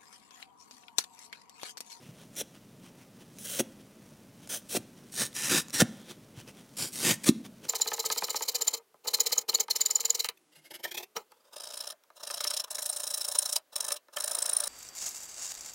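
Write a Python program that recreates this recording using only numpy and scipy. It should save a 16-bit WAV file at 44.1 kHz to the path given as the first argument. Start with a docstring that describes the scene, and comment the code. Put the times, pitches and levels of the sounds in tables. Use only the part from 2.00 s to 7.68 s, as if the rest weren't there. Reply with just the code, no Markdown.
"""A dry foam sponge is torn by hand close to a microphone in a small, quiet room: thin strips, then a slab.
Each tear is a dense run of random clicks, the snapping cell walls, that come faster with the pull.
The clicks excite colouring filters, the foam body and the hollow between the hands; tough strands tick.
Freed foam flaps back as damped swings, and fingers brush the foam as fine-grained noise.
Room reflections follow, the treble has a slight stereo spread, and a room murmur lies beneath."""
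import sys
import numpy as np
from scipy import signal
from scipy.fft import rfft, irfft
from scipy.io import wavfile

SR = 44100
rng = np.random.default_rng(int(sys.argv[2]) if len(sys.argv) > 2 else 0)


def output_pcm(signal):
    """Save a mono or channel-first signal as 16-bit PCM at the path in sys.argv[1].

    Samples are clipped to [-1, 1] before scaling.
    """
    pcm = np.clip(np.atleast_2d(signal).T, -1, 1) * 32767
    wavfile.write(sys.argv[1], SR, np.round(pcm).astype(np.int16))


N = 250488
TIME = np.arange(N) / SR  # seconds

# Tugs on the thin strips and on the thick slab. Each row: start in seconds, catch time in seconds,
# length in seconds, crackle level at the end of the pull in dB, rise over the pull in dB
# (negative: a fall), let-go time in seconds.
THIN_TUGS = [(0.357, 0.01, 0.057, -31, 12.5, 0.0088), (1.383, 0.0038, 0.058, -48.5, 2.5, 0.017),
             (1.437, 0.02, 0.16, -36, 3.5, 0.015), (1.586, 0.0092, 0.013, -29, -0.5, 0.019),
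             (2.488, 0.0095, 0.055, -33.5, 5.5, 0.052), (2.684, .014, .085, -28.5, 14.5, .012)]
THICK_TUGS = [(3.112, .012, 0.098, -28, 25, 0.068), (3.335, 0.036, 0.16, -32, 4.5, 0.021),
              (3.493, 0.016, 0.078, -25, -0.5, 0.05), (3.722, 0.022, .068, -32.5, -2, 0.026),
              (3.791, 0.014, 0.015, -22.5, 1.5, 0.025), (4.764, 0.012, .058, -31, 7, 0.078),
              (4.912, 0.023, 0.12, -33, 12.5, .02), (5.028, 0.024, .072, -24.5, 3, 0.05),
              (5.233, 0.0079, 0.011, -34.5, -1, .016), (5.254, 0.01, 0.037, -26, 4.5, .013)]
# Relative spectrum of a snapping cell wall. Each row: frequency in Hz, level in dB.
THIN_SNAP_COLOUR = [(60, -25), (400, -25), (700, -8.5), (1050, -14), (1500, -9), (2100, -8.5), (3200, -2.5),
                    (4100, -6), (4700, -12.5), (5700, 1), (7400, -6), (9500, -1), (12500, -9.5),
                    (16000, -8)]
THICK_SNAP_COLOUR = [(60, -28), (300, -0.5), (850, -1), (1400, -4), (2600, -1.5), (4500, -1.5), (6500, 0),
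                     (8200, 0), (10300, -2), (12500, -8.5), (16000, -14.5)]
# Relative spectrum of the foam body shaken by the tear. Each row: frequency in Hz, level in dB.
THIN_BODY_COLOUR = [(45, -63), (130, -0.5), (250, -5), (380, -5.5), (560, 3.5), (750, 1), (1200, -32.5)]
THICK_BODY_COLOUR = [(45, -42), (115, -3), (230, -2), (330, 0.5), (450, -8), (600, -6.5), (1100, -26.5)]
# Resonances of the slab cupped in the hands. Each row: frequency in Hz, width in Hz,
# level over the direct sound in dB, before the cupping gain.
SLAB_RESONANCES = [(1394, 180, -1), (1796, 70, 11.5), (2180, 30, -23), (3700, 130, 1), (5630, 240, 4),
                   (7500, 76, -28), (9100, 290, -4)]
# How the slab is held. Each row: time in seconds, cupping (strength of the hollow's ring) in dB,
# bulk (how much foam is shaken) in dB.
SLAB_HOLD = [(3.55, -3, -10), (3.8, 0, -9), (4.8, -23, -8), (5.099, -5, -7.5)]
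# The freed foam flaps back. Each row: start of the swing in seconds, peak of the swing in dB,
# frequency of the swing in Hz, peak of the edge's flick in dB; both peaks before the bass cut.
FLAP_EVENTS = [(.417, -46, 220, -28.5), (1.598, -25, 242, -27.5), (1.6074, -22, 310, -19.5),
               (2.753, -25, 342, -21.5), (2.771, -25, 280, -21.5), (3.8211, -11, 206, -13),
               (5.2907, -5.5, 258.5, -25)]
# The toughest strands break. Each row: time in seconds, peak in dB, ring frequency in Hz.
STRAND_BREAKS = [(.354, -39, 7060), (0.4128, -26, 3400), (1.386, -35.5, 6270), (1.595, -20, 2620),
                 (2.474, -36, 9300), (2.496, -40, 6100), (2.769, -21, 2740), (3.14, -30, 7000),
                 (3.33, -38, 3560), (3.358, -28, 3900), (3.684, -34, 6900), (3.698, -32.5, 6900),
                 (3.705, -30, 5570), (3.8199, -9, 1770), (4.477, -39, 4960), (5.2895, -10, 4000)]
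# The firmer brushes of the fingers. Each row: middle in seconds, level in dB (before the gains of
# rustle and squeak), half length in seconds.
FINGER_BRUSHES = [(0.059, -59.5, 0.049), (.212, -57.5, 0.028), (0.558, -59, 0.014), (0.862, -58.5, 0.025),
                  (1.014, -61, 0.027), (1.213, -57.5, .012), (1.805, -60.5, 0.01), (2.437, -60, .022),
                  (2.978, -60, 0.0087), (3.999, -59, 0.12), (4.104, -46, .015), (4.393, -52.5, 0.023),
                  (4.49, -54, 0.016), (4.587, -59.5, 0.028), (5.456, -52.5, 0.011), (5.651, -51.5, 0.016)]
# Relative spectrum of the finger rustle. Each row: frequency in Hz, level in dB.
RUSTLE_COLOUR = [(45, -24), (140, 8), (300, 13), (900, 0.5), (1800, -0.5), (3300, -3), (4600, -5.5),
                 (5900, 0), (7500, -6.5), (9500, -3.0), (12000, -12), (16000, -12)]
# Soft low thumps: bumps of the hands, and the deep part of the strong flap at 3.82 s.
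# Each row: start in seconds, peak before the bass cut in dB, frequency in Hz.
LOW_THUMPS = [(.085, -39.5, 140), (2.783, -41.5, 103), (3.8194, -25.5, 132), (4.371, -37.5, 110)]
# Dull echoes from the nearest walls. Each row: delay in seconds, level in dB.
NEAR_WALL_ECHOES = [(0.0169, -17), (0.0774, -29.5)]
# Relative spectrum of the reverberant tail. Each row: frequency in Hz, level in dB.
TAIL_COLOUR = [(80, -18.5), (230, 13), (400, -6), (800, 3.5), (3000, -0.5), (8000, -5), (15000, -8)]
# Low standing waves of the room. Each row: frequency in Hz, time to decay by 60 dB in seconds,
# amplitude in dB before build-up and decay.
STANDING_WAVES = [(234.8, 0.18, -60), (270, 0.18, -60), (529, 0.3, -65.5)]
# Relative spectrum of the stereo spread. Each row: frequency in Hz, level in dB.
STEREO_SPREAD_COLOUR = [(3300, -66), (4000, -24), (4600, -2.5), (5600, -23), (7500, -12), (9500, -20),
                        (11000, -2), (13000, 4), (16000, 0)]
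# Relative spectrum of the room noise. Each row: frequency in Hz, density in dB per Hz.
ROOM_NOISE_COLOUR = [(15, -65), (25, -12), (69, -16.5), (122, -1), (215, 1.5), (281, -3.5), (349, -9),
                     (509, -11.5), (631, -11), (684, -17), (919, -19.5), (1490, -23.5), (1710, -25),
                     (2490, -25), (15500, -32.5)]

LET_GO_DB = 21.5  # fall of a tug's crackle over its let-go time, ever faster
STRETCH_S, STRETCH_TICKS_PER_S, STRETCH_DB = 0.043, 1500, -59.5  # faint ticks ahead of each tug
# The light torn edge flicks just ahead of the swing; either swells for a part of its own cycle.
FLICK_HZ, FLICK_LEAD_S, SWELL_CYCLES = 528, 0.00404, 0.76
SCRATCH_HZ, SCRATCH_SCATTER = 3210, 0.13  # squeak pitch and its relative spread between strokes
LOW_THUMP_SWELL_S = 0.0075
ROOM_NOISE_DB = -55  # rms before the low wavering
TOP_HZ = 15900


def thin_strips(body_db=-13.0):
    """Light structures: narrow strips have little mass to shake and give a light, bright rip."""
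    crackle, shake = rip(THIN_TUGS, THIN_SNAP_COLOUR, THIN_BODY_COLOUR, cells_per_s=14000,
                         scatter_db=2.0, jerk_db=1.1, body_growth=0.61, usual_db=-37)
    return crackle + undb(body_db) * shake


def thick_slab(drift=0.012):
    """Cavity resonance: the coarser rip rings the hollow between the hands, whose size wanders."""
    crackle, shake = rip(THICK_TUGS, THICK_SNAP_COLOUR, THICK_BODY_COLOUR, cells_per_s=11000,
                         scatter_db=1.5, jerk_db=1.6, body_growth=0.67, usual_db=-26.5)
    hold_s, cupping_db, bulk_db = np.transpose(SLAB_HOLD)
    cupping = undb(np.interp(TIME, hold_s, cupping_db))
    bulk = undb(np.interp(TIME, hold_s, bulk_db))
    # a crossfade between two tunings stands for the hollow widening and narrowing
    narrow = .5 + .5 * np.tanh(2 * walk(18))
    ringing = narrow * hollow(crackle, 1 + drift) + (1 - narrow) * hollow(crackle, 1 - drift)
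    return undb(-2) * (crackle + cupping * ringing) + bulk * shake


def rip(tugs, colour, body, cells_per_s, scatter_db, jerk_db, body_growth, usual_db,
        coarsening=0.49, dulling=0.27):
    """Fracture noise: cell walls snap more often the harder the pull, as the crack front jerks along."""
    pulls = [pull(tug) for tug in tugs]
    effort = np.maximum(sum(pulls) / undb(usual_db), .1)  # 1 = the usual pull
    jerks = undb(jerk_db * walk(260))
    cells = clicks(cells_per_s * np.sqrt(effort), scatter_db) * jerks
    snaps = sum(grip(cells * strength) for strength in pulls)
    crackle = convolve(snaps, response(colour))
    # a gentle pull breaks only the finest walls; a hard one breaks whole bundles, which sound lower
    coarse = band(crackle, 1860, "low")
    fine = band(crackle, 7800, "high")
    crackle = crackle + coarse * (effort ** coarsening - 1) + fine * (effort ** -dulling - 1)
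    # a hard pull also moves more of the foam, so the lows grow faster than the crackle
    shake = convolve(snaps * effort ** body_growth, response(body))
    return crackle, shake


def pull(tug):
    """Loading and release: the amplitude takes hold, changes steadily in dB, then falls ever faster."""
    start_s, catch_s, length_s, db, build_db, let_go_s = tug
    t = TIME - start_s
    catching = np.clip(t / catch_s, 0, 1) ** 1.2
    building = build_db * (np.clip(t / length_s, 0, 1) - 1)
    easing = LET_GO_DB * (np.maximum(t - length_s, 0) / let_go_s) ** 2
    return catching * undb(db + building - np.minimum(easing, 200))


def grip(x, bounce_db=-8, bounce_s=0.0014):
    """Multipath interference: each grip shapes the hands anew, and bounces between them tint the sound."""
    t = TIME[:SR // 100]
    bounces = band(rng.standard_normal(len(t)), 860, "high") * np.exp(-t / bounce_s) * (t > .0002)
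    bounces = undb(bounce_db) * bounces / np.sqrt(np.sum(bounces ** 2))
    return (x + convolve(x, bounces)) / np.sqrt(1 + undb(bounce_db) ** 2)


def hollow(x, tuning):
    """Modal superposition: damped resonances of the cupped slab, all shifted by one factor."""
    t = TIME[:SR // 20]
    rings = np.zeros(len(t))
    for hz, width_hz, db in SLAB_RESONANCES:
        gain = undb(db) * 2 * np.pi * width_hz / SR
        decay = np.exp(-np.pi * width_hz * t)
        rings += gain * decay * np.cos(2 * np.pi * hz * tuning * t)
    return convolve(x, rings)


def strands(decay_s=0.0012, ring_db=2):
    """Impulsive fracture: a tough strand goes with a sharp noisy tick and rings for an instant."""
    out, t = np.zeros(N), TIME[:SR // 50]
    ring_decay = np.exp(-t / .0012)
    for at_s, db, hz in STRAND_BREAKS:
        burst = rng.standard_normal(len(t)) * np.exp(-t / decay_s)  # a few cells go with it
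        tick = convolve(burst, response(THICK_SNAP_COLOUR))
        tick = tick + undb(ring_db) * ring_decay * np.sin(2 * np.pi * hz * t)
        add(out, at_s, undb(db) * tick / np.abs(tick).max())
    return out


def flaps():
    """Elastic recoil: the light torn edge flicks back first, then the whole piece swings after it."""
    flicks, swings = [], []
    for at_s, swing_db, swing_hz, flick_db in FLAP_EVENTS:
        flicks.append((at_s - FLICK_LEAD_S, flick_db, FLICK_HZ, SWELL_CYCLES / FLICK_HZ))
        swings.append((at_s, swing_db, swing_hz, SWELL_CYCLES / swing_hz))
    return thumps(flicks + swings)


def thumps(swings, lowest_hz=95):
    """Heavily damped oscillation: each swing of soft foam swells and dies within a few cycles."""
    out, t = np.zeros(N), TIME[:SR // 8]
    for at_s, db, hz, swell_s in swings:
        envelope = (t / swell_s * np.exp(1 - t / swell_s)) ** 2  # peaks at 1 after swell_s
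        add(out, at_s, -undb(db) * envelope * np.sin(2 * np.pi * hz * t))
    # the swings carry no deep bass
    return signal.sosfilt(signal.butter(3, lowest_hz, "high", fs=SR, output="sos"), out)


def stretching():
    """Precursor emission: faint ticks gather as the foam stretches, just before each tug takes hold."""
    tension = np.zeros(N)
    for start_s, *_ in THIN_TUGS + THICK_TUGS:
        tension += np.exp(-np.abs(TIME - start_s) / STRETCH_S) * (TIME < start_s)
    ticks = tension * clicks(per_s=STRETCH_TICKS_PER_S, scatter_db=2.0)
    return undb(STRETCH_DB) * convolve(ticks, response(THICK_SNAP_COLOUR))


def fingers(resting_db=-67.5, scratch_db=-4, scratch_width_hz=550):
    """Friction noise: skin drags over open cells with a fine-grained rustle and a slight squeak per stroke."""
    grains = clicks(per_s=3500, scatter_db=3.0) * undb(1.86 * walk(220))
    t = TIME[:SR // 100]
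    power = undb(resting_db + 2 * walk(10)) ** 2  # a light touch throughout
    squeaks = np.zeros(N)
    for at_s, db, half_s in FINGER_BRUSHES:
        near = np.abs(TIME - at_s) < 4 * half_s
        stroke = undb(db) * np.exp(-.5 * ((TIME[near] - at_s) / half_s) ** 2)
        power[near] += stroke ** 2
        hz = SCRATCH_HZ * np.exp(SCRATCH_SCATTER * rng.standard_normal())
        ring = np.exp(-np.pi * scratch_width_hz * t) * np.cos(2 * np.pi * hz * t)
        ring = ring / np.sqrt(np.sum(ring ** 2))
        squeaks[near] += convolve(stroke * rng.standard_normal(len(stroke)), ring)
    rustle = convolve(np.sqrt(power) * grains, response(RUSTLE_COLOUR))
    return undb(2.0) * rustle + undb(scratch_db) * squeaks


def low_thumps():
    """Damped oscillation: soft low swings for bumps of the hands and the deep part of the strong flap."""
    return thumps([(at_s, db, hz, LOW_THUMP_SWELL_S) for at_s, db, hz in LOW_THUMPS])


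def room(dry, t60_s=0.46, tail_db=-24, early_s=0.0098, early_db=-14):
    """Reverberation: quick table reflections, wall echoes, a faint tail and low standing waves."""
    t = TIME[:SR * 3 // 4]
    early, tail = rng.standard_normal((2, len(t)))
    early = early * np.exp(-t / early_s) * (t > .001)
    early = unit(band(early, 275, "high"))
    tail = tail * np.exp(-np.log(1000) * t / t60_s) * (t > .008)
    tail = unit(convolve(tail, response(TAIL_COLOUR)))
    echoes = (undb(early_db) * early + undb(tail_db) * tail) / np.sqrt(len(t))
    for delay_s, db in NEAR_WALL_ECHOES:
        echo = signal.unit_impulse(len(t), int(delay_s * SR))
        echoes = echoes + undb(db) * band(echo, 830, "low")
    build_up = 1 - np.exp(-t / .04)
    for hz, mode_t60_s, db in STANDING_WAVES:
        decay = np.exp(-np.log(1000) * t / mode_t60_s)
        echoes = echoes + undb(db) * build_up * decay * np.sin(2 * np.pi * hz * t)
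    return dry + convolve(dry, echoes)


def stereo_spread(sound, spread_db=-12, decay_s=0.0033):
    """Decorrelation: a short random filter, opposite in sign left and right, spreads the treble slightly."""
    t = TIME[:SR // 50]
    smear = rng.standard_normal(len(t)) * np.exp(-t / decay_s) * (t > .0005)
    smear = unit(smear) / np.sqrt(len(t))
    side = convolve(convolve(sound, smear), response(STEREO_SPREAD_COLOUR))
    return sound + undb(spread_db) * side * np.array([[1], [-1]])


def room_noise():
    """Filtered random noise: a low murmur of air wavers under a steady hiss."""
    air = undb(ROOM_NOISE_DB) * convolve(rng.standard_normal(N), response(ROOM_NOISE_COLOUR))
    waver = undb(0.98 * walk(7.9))
    return air + band(air, 650, "low") * (waver - 1)


def clicks(per_s, scatter_db):
    """Random impulse train: clicks of scattered size at a given rate, with mean power near 1."""
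    chance = np.clip(per_s / SR, 1e-4, 1)
    sizes = unit(rng.standard_normal(N) * undb(scatter_db * rng.standard_normal(N)))
    # the cells are all of a kind, so none is far louder than the rest
    sizes = unit(np.tanh(sizes / 3))
    return (rng.random(N) < chance) * sizes / np.sqrt(chance)


def walk(per_s):
    """Slow random modulation: lines between random knots, per_s knots a second, with spread near 1."""
    knots = rng.standard_normal(N // 20)
    return 1.22 * np.interp(TIME * per_s, np.arange(len(knots)), knots)


def response(points, size=4096):
    """Minimum-phase filter: a causal, unit-energy impulse response shaped by (Hz, dB) points."""
    hz, db = np.transpose(points)
    bins_hz = np.maximum(np.arange(size // 2 + 1) * SR / size, 1)
    gain = undb(np.interp(np.log(bins_hz), np.log(hz), db))
    # folding the cepstrum onto positive times makes the response causal
    cepstrum = irfft(np.log(gain))
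    cepstrum[1:size // 2] *= 2
    cepstrum[size // 2 + 1:] = 0
    h = irfft(np.exp(rfft(cepstrum)))
    return h / np.sqrt(np.sum(h ** 2))


def convolve(x, impulse_response):
    """Linear filtering: pass a sound through an impulse response, keeping its length."""
    return signal.oaconvolve(x, impulse_response)[:len(x)]


def band(x, hz, side):
    """Zero-phase filtering: the part of a sound below ("low") or above ("high") a frequency."""
    return signal.sosfiltfilt(signal.butter(2, hz, side, fs=SR, output="sos"), x)


def add(track, at_s, sound):
    """Superposition: mix a short sound into a track."""
    start = max(int(at_s * SR), 0)
    track[start:start + len(sound)] += sound[:N - start]


def undb(db):
    """Logarithmic level: decibels to amplitude gain."""
    return 10 ** (np.asarray(db) / 20)


def unit(x):
    """Power normalisation: scale to rms 1."""
    return x / np.sqrt(np.mean(x ** 2))


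def scene():
    """Superposition: all foam and hand sounds share one central position; the room noise lies beneath."""
    tearing = thin_strips() + thick_slab() + strands() + flaps() + stretching()
    handling = fingers() + low_thumps()
    return stereo_spread(room(tearing + handling)) + room_noise()


def record(dry):
    """Band limiting: a steep elliptic low-pass cuts the top of the treble."""
    return signal.sosfilt(signal.ellip(10, .1, 70, TOP_HZ, fs=SR, output="sos"), dry)


dry = scene()
out = record(dry)
output_pcm(out)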